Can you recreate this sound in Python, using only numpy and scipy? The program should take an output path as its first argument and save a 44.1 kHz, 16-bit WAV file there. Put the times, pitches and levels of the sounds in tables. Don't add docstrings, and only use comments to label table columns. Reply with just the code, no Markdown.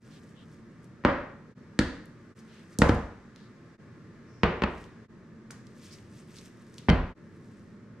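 import sys
import numpy as np
from scipy import signal
from scipy.fft import rfft, irfft
from scipy.io import wavfile
from scipy.ndimage import uniform_filter1d

SR = 44100
rng = np.random.default_rng(int(sys.argv[2]) if len(sys.argv) > 2 else 0)


def master(y):
    cut = np.clip(np.atleast_2d(y).T, -1, 1)
    pcm = np.round(cut * 32767)
    wavfile.write(sys.argv[1], SR, pcm.astype(np.int16))


N = 352800

IMPACT_COLOUR = { "square jar": [(32, -4.5), (120, -3.5), (264, 2.5), (338, -3.5), (460, -14.5), (575, -3),
                 (660, -16.5), (1000, -13), (1400, -13.5), (2000, -18), (2900, -28), (5100, -39.5),
                 (10000, -61.5), (14000, -84)], "round jar": [(32, -7), (103, -10), (200, -3), (299, 0.5),
                 (420, -23), (490, -12), (717, -26), (1250, -24), (1670, -16.5), (2450, -28), (4600, -25.5),
                 (5400, -32.5), (9200, -37), (14000, -61)], "butter": [(32, -1.5), (110, -2), (220, 1.5),
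                 (300, -1), (350, -13.5), (480, -8.5), (700, -16.5), (830, -16), (1600, -18.5),
                 (2200, -25.5), (2800, -30), (5600, -39), (9000, -50.5), (14000, -72)], "cup": [(32, -5.5),
                 (80, -4.5), (115, -11), (200, 1), (290, -8.5), (380, -4), (540, -9.5), (700, -13.5),
                 (1000, -12), (2700, -18), (3700, -27), (5600, -38), (10000, -60.5), (14000, -89)],
                 "butter in cup": [(32, 1), (60, 0), (125, -7), (185, 2), (280, -8.5), (425, -19),
                 (700, -23), (1600, -27), (2800, -31.5), (3700, -37), (4500, -40.5), (6500, -51.5),
                 (10000, -62), (14000, -79)], }
# (time [s], colour name, relative level [dB], treble cut-off [Hz], weight in the bass [dB],
# ring-out [dB], chatter [dB])
KNOCK_PARTS = [ (1.0377, "square jar", -40.5, 7160, -10, 7.5, -2),
               (1.049, "square jar", -12, 12000, -7.5, 0, -6),
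               (1.7899, "round jar", -15, 11000, -1.5, -3.5, -5),
               (2.788, "butter", -17.5, 330, -9.5, 6, -13), (2.818, "butter", -9.5, 14000, -5.5, -1, 1.5),
               (2.8920, "butter", -19, 7000, 1, 0.5, 3.5), (4.4328, "cup", -18.5, 12000, 2, 0, 1.5),
               (4.4347, "cup", -33, 4000, -11, -17, -3), (4.6200, "cup", -25.5, 11000, 1.5, -1, -2),
               (4.6360, "cup", -24.5, 11000, 4, -5, 4), (6.8848, "butter in cup", -14, 2230, -2.5, 4.5, 7),
               (6.89, "butter in cup", -25, 6000, -3, -12, 17),
               (6.8978, "butter in cup", -17, 12000, -17, 4.5, 8), ]
# (frequency [Hz], relative peak [dB], t60 [s])
COUNTER_MODES = [(37, -9, 0.38), (57.7, -6, 1), (65.4, 9.5, 0.45), (78.7, -17, 1), (92.7, 9, 0.5),
                 (106.8, -4.5, 1), (158.2, 6, 0.37), (189, -0.5, 0.33), (208.4, 2.5, 0.25),
                 (252.8, 6, 0.42), (309, 0.5, 0.51), (361.5, 10.5, 0.47), (434, -3, 1), (473.6, 9.5, 0.47),
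                 (717, 9.5, 0.45), (840, -0.5, 0.86), (1016, 13.5, 0.5), (1290, -13, .42),
                 (1365, -5.5, 0.35), (1885, 12.5, 0.69)]
# (frequency [Hz], relative peak [dB], t60 [s])
CUP_MODES = [(1574, 8, 0.48), (2075, 13, 0.22), (2280, 8, 0.58), (2620, -6.5, 0.71), (3104, 10.5, 0.22),
             (4130, 7, 0.24), (4441, 15, 0.31), (9700, 14, .16), (12050, 13, 0.15)]
CUP_RING_DB = {"cup": -5, "butter in cup": 4.5}
# (frequency [Hz], relative level [dB], t60 [s], likeness of left and right [0-1])
KITCHEN_BANDS = [(40, -2.5, 0.45, 1), (125, -1, 0.28, 0.95), (251, -8.5, 0.66, 0.96), (576, 4, 0.53, 0.84),
                 (1390, 2.5, 0.6, 0.71), (3000, -0.5, 0.53, 0.51), (6000, -4, 0.57, 0.08),
                 (13000, -7, 0.35, 0.2)]
# (time [s], relative level [dB], centre [Hz], decay time [s])
TICKS = [(0.844, -68, 7900, .002), (2.0573, -66, 9900, .002), (2.7877, -32, 6660, 0.0014),
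         (2.889, -48, 5500, .0013), (2.946, -60, 8000, 0.0036), (3.3609, -58, 3900, .0014),
         (4.841, -59, 3300, .002), (5.506, -48.5, 1400, .008), (5.5087, -47.5, 5900, 0.012),
         (5.669, -61, 4400, 0.0027), (5.986, -64, 2630, .003), (6.386, -53, 4480, .003),
         (6.742, -60.5, 6000, .002), (6.7824, -48, 3780, 0.0035), (6.789, -61, 7000, .002)]
# (time [s], level [dB], centre [Hz], nominal width [Hz], length [s])
SCUFFS = [(0.106, -63.5, 3440, 2000, 0.092), (.35, -63, 3180, 700, 0.1), (2.472, -63, 2820, 2000, 0.18),
          (3.356, -66.5, 4000, 1500, 0.13), (4.258, -71, 5430, 705, 0.23), (5.797, -65, 2810, 2000, 0.14),
          (5.904, -56, 5030, 1200, 0.054), (6.354, -58, 4700, 1500, 0.051)]
# (time of peak [s], relative level [dB], swell time [s])
HAND_MOVES = [(0.15, -67, 0.36), (0.54, -73.5, 0.24), (0.85, -76, 0.083), (2.398, -62, .025),
              (2.59, -72, 0.25), (2.735, -64, .035), (4.815, -63.5, 0.078), (5.935, -57, .12),
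              (6.19, -64.5, 0.17), (6.378, -57.5, 0.084), (6.466, -59.5, 0.047), (6.785, -65.5, 0.19),
              (7.56, -72.5, 0.31)]
# (frequency [Hz], level [dB])
RUSTLE_COLOUR = [(1200, -17), (2000, 2), (3000, -1), (4200, -1.5), (5500, 2), (7000, -1.5), (8800, -1.5),
                 (11000, -13), (13000, -10.5), (15500, -30)]
# (frequency [Hz], level [dB])
VENT_COLOUR = [(15, -54), (25, -8.5), (43, -17.5), (86, -6), (118, -5.5), (146, -2), (231, 0), (257, -5),
               (293, -7), (363, -9.5), (438, -13), (529, -17.5), (573, -17.5), (729, -28), (1180, -21),
               (1540, -22.5), (1720, -21), (2930, -36.5), (5720, -39.5), (8100, -46), (15000, -67)]
# (time [s], half length [s], rumble after [dB], hiss after [dB])
DIPS = [(0.0, 0.064, 0.7, -1.5), (1.546, 0.033, 0.5, 0), (2.345, 0.03, -1.5, 0.9), (3.775, 0.028, 1, 0.6),
        (5.077, 0.032, 0.87, -1.6), (7.143, 0.036, 1.5, -2)]
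# (frequency [Hz], left minus right [dB])
SIDE_BALANCE = [(60, 0.0), (110, 0), (200, -0.5), (380, -0.5), (700, 0.0), (1290, 0), (2380, 2),
                (4400, 0.5), (8120, -1.5), (15000, -5.0)]

RING = 32768
AGE = np.arange(RING) / SR


def knocks(bend_s=0.00224, chatter_s=0.0028, knee_hz=300, edge_s=0.002156, edge_db=-7,
           low_cut_hz=30, shade_hz=1800, shade_db=-4, echo_db=-5):
    out, hz = np.zeros((2, N)), bins(RING)
    counter, cup = ringing(COUNTER_MODES), ringing(CUP_MODES)
    sweep = np.exp(-4j * np.pi * bend_s * np.sqrt(hz * knee_hz))
    upper = hz / (hz + knee_hz)
    shade = undb(shade_db * hz / (hz + shade_hz))
    edge = undb(edge_db) * upper * np.exp(-2j * np.pi * hz * edge_s)
    direct = shade + edge
    fade = np.exp(-AGE / chatter_s) * (1 - np.exp(-AGE / chatter_s * 2) ** 2)
    for s, thing, db, contact_hz, weight_db, ring_db, chatter_db in KNOCK_PARTS:
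        body = undb(along(IMPACT_COLOUR[thing], hz)) / np.sqrt(1 + (low_cut_hz / hz) ** 12)
        weight = undb(weight_db / (1 + (hz / knee_hz) ** 2))
        touch = weight / np.sqrt(1 + (hz / contact_hz) ** 4)
        push = causal(body * touch) * np.linalg.norm(body * touch) / np.linalg.norm(body)
        chatter = rfft(irfft(diffuse(RING)) * fade / np.linalg.norm(fade))
        early = direct + upper * (undb(chatter_db) * chatter + undb(echo_db) * echoes())
        ring = counter + kitchen() + cup * undb(CUP_RING_DB.get(thing, -np.inf))
        knock = irfft(push * sweep * (early + undb(ring_db) * ring))
        add(out, s, undb(db) * knock * (AGE < until_dip(s)))
    return out


def causal(gain):
    cepstrum = irfft(np.log(unit(gain) + 1e-6))
    cepstrum[1:RING // 2] *= 2
    cepstrum[RING // 2 + 1:] = 0
    return np.exp(rfft(cepstrum)) * np.sqrt(SR * 0.01)


def echoes(count=6, first_s=.006, last_s=0.041, dull_hz=2500):
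    hz = bins(RING)
    when, side, turn = rng.random((3, count, 1))
    delay_s = first_s + (last_s - first_s) * when ** 2
    size = first_s / delay_s * np.exp(2j * np.pi * turn)
    lag_s = (side - .5) * 2e-4
    pair = [np.sum(size * np.exp(-2j * np.pi * hz * (delay_s + sign * lag_s)), axis=0) for sign in (1, -1)]
    return np.array(pair) / np.linalg.norm(size) / np.sqrt(1 + (hz / dull_hz) ** 2)


def ringing(modes):
    hz, db, t60 = np.array(modes).T[:, :, None]
    rate = np.log(1000) / t60
    height = undb(db) * 2 * rate / SR
    return rfft(np.sum(height * np.exp(-rate * AGE) * np.cos(2 * np.pi * hz * AGE), axis=0))


def kitchen(build_s=0.0035, slow_hz=600):
    hz, noise, tail = bins(RING), diffuse(RING), 0
    centres = np.log([row[0] for row in KITCHEN_BANDS])
    for own, (band_hz, db, t60, _) in zip(np.eye(len(KITCHEN_BANDS)), KITCHEN_BANDS):
        build = 1 - np.exp(-(AGE / build_s / (1 + slow_hz / band_hz)) ** 2)
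        fade = undb(-60 * AGE / t60) * build
        one_band = irfft(noise * np.interp(np.log(hz), centres, own))
        tail = tail + one_band * undb(db) * fade / np.linalg.norm(fade)
    return rfft(tail)


def diffuse(size):
    like = np.clip(along(KITCHEN_BANDS, bins(size), column=3), 0, .998)
    mid, side = rfft(rng.standard_normal((2, size)))
    return np.sqrt((1 + like) / 2) * mid + np.sqrt((1 - like) / 2) * side * np.array([[1], [-1]])


def until_dip(s):
    return min(row[0] for row in DIPS if row[0] > s) - s


def ticks(room_db=-2, crackle_db=-1, width_share=0.72):
    out = np.zeros((2, N))
    for s, db, centre_hz, decay_s in TICKS:
        colour = causal(band(bins(RING), centre_hz, width_share * centre_hz))
        burst = irfft(diffuse(RING)) * np.exp(-AGE / decay_s)
        dry = colour * (1 + undb(crackle_db) * rfft(burst / np.linalg.norm(burst[0])))
        dry = dry * np.linalg.norm(colour) / np.linalg.norm(dry, axis=1, keepdims=True)
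        add(out, s, undb(db) * irfft(dry + undb(room_db) * colour * kitchen()))
    return out


def scuffs():
    out = np.zeros((2, N))
    for s, db, centre_hz, width_hz, length_s in SCUFFS:
        swell = np.sqrt(np.sin(np.pi * np.minimum(AGE / length_s, 1)).clip(0))
        hiss = unit(irfft(diffuse(RING) * band(bins(RING), centre_hz, width_hz)))
        add(out, s, undb(db) * swell * hiss)
    return out


def band(hz, centre_hz, width_hz):
    return 1 / (1 + ((hz - centre_hz ** 2 / hz) / (1.44 * width_hz)) ** 2) / (1 + (hz / 12500) ** 8)


def rustle(grain_rate=1100, snap_rate=60, snap_db=-8, rustle_db=-0.5, room_db=-3, left_db=1):
    hz, creases = bins(N), 0
    centres = np.log([row[0] for row in RUSTLE_COLOUR])
    for own in np.eye(len(RUSTLE_COLOUR)):
        creases = creases + rfft(slips(grain_rate)) * np.sqrt(np.interp(np.log(hz), centres, own))
    colour = undb(along(RUSTLE_COLOUR, hz))
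    snaps = unit(irfft(rfft(slips(snap_rate)) * colour))
    dry = (unit(irfft(creases * colour)) + undb(snap_db) * snaps) * effort()
    wet = signal.fftconvolve(dry[None], irfft(kitchen()), axes=1)[:, :N]
    lean = undb(np.array([[left_db], [-left_db]]) / 2)
    return undb(rustle_db) * (dry * lean + undb(room_db) * wet)


def slips(rate):
    return (rng.random(N) < rate / SR) * rng.standard_normal(N)


def effort(unsteady_db=2.0, unsteady_rate=40, release_share=0.43):
    t, power = np.arange(N) / SR, 0
    for s, db, swell_s in HAND_MOVES:
        away = np.maximum((s - t) / swell_s, (t - s) / (swell_s * release_share))
        power = power + (undb(db) * np.exp(-np.minimum(away, 20))) ** 2
    return np.sqrt(power) * undb(unsteady_db * wander(unsteady_rate))


def wander(rate):
    hold = int(SR / rate)
    steps = np.repeat(rng.standard_normal(N // hold + 1), hold)[:N]
    return unit(uniform_filter1d(uniform_filter1d(steps, hold), hold))


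def ventilation(vent_db=-50.5, split_hz=700, room_share=0.72, low_cut_hz=36):
    hz, t = bins(N), np.arange(N) / SR
    room = np.abs(rfft(irfft(kitchen())[0], N)) ** 2
    ripple = np.sqrt(room / uniform_filter1d(room, size=1200))
    air = diffuse(N) * undb(along(VENT_COLOUR, hz)) * (1 - room_share + room_share * ripple)
    air = air / np.sqrt(1 + (low_cut_hz / hz) ** 4)
    air = air / np.std(irfft(air))
    low = 1 / (1 + (hz / split_hz) ** 2)
    s, _, rumble_db, hiss_db = np.transpose(DIPS)
    stretch = np.searchsorted(s[1:], t)
    rumble = irfft(air * low) * undb(rumble_db[stretch])
    hiss = irfft(air * (1 - low)) * undb(hiss_db[stretch])
    return undb(vent_db) * (rumble + hiss)


def undb(db):
    return 10 ** (np.asarray(db) / 20)


def unit(x):
    return x / np.sqrt(np.mean(x ** 2))


def bins(size):
    return np.maximum(np.fft.rfftfreq(size, 1 / SR), 1)


def along(table, hz, column=1):
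    rows = np.array(table, float)
    return np.interp(np.log(hz), np.log(rows[:, 0]), rows[:, column])


def add(out, s, sound):
    start = max(int(s * SR), 0)
    out[:, start:start + sound.shape[1]] += sound[:, :N - start]


def scene():
    return knocks() + ticks() + scuffs() + rustle() + ventilation()


def record(dry, dip_db=-26, top_hz=15600):
    t, gain = np.arange(N) / SR, 1
    for s, half_s, _, _ in DIPS:
        gain = gain * np.clip(np.abs(t - s) / half_s, undb(dip_db), 1)
    left = np.concatenate([[0], dry[0, :-1]])
    colour = undb(along(SIDE_BALANCE, bins(N)) * np.array([[1], [-1]]) / 2)
    leaning = irfft(rfft(np.array([left, dry[1]])) * colour)
    top_cut = signal.ellip(8, .2, 70, top_hz, fs=SR, output="sos")
    return signal.sosfilt(top_cut, leaning * gain)


dry = scene()
out = record(dry)
master(out)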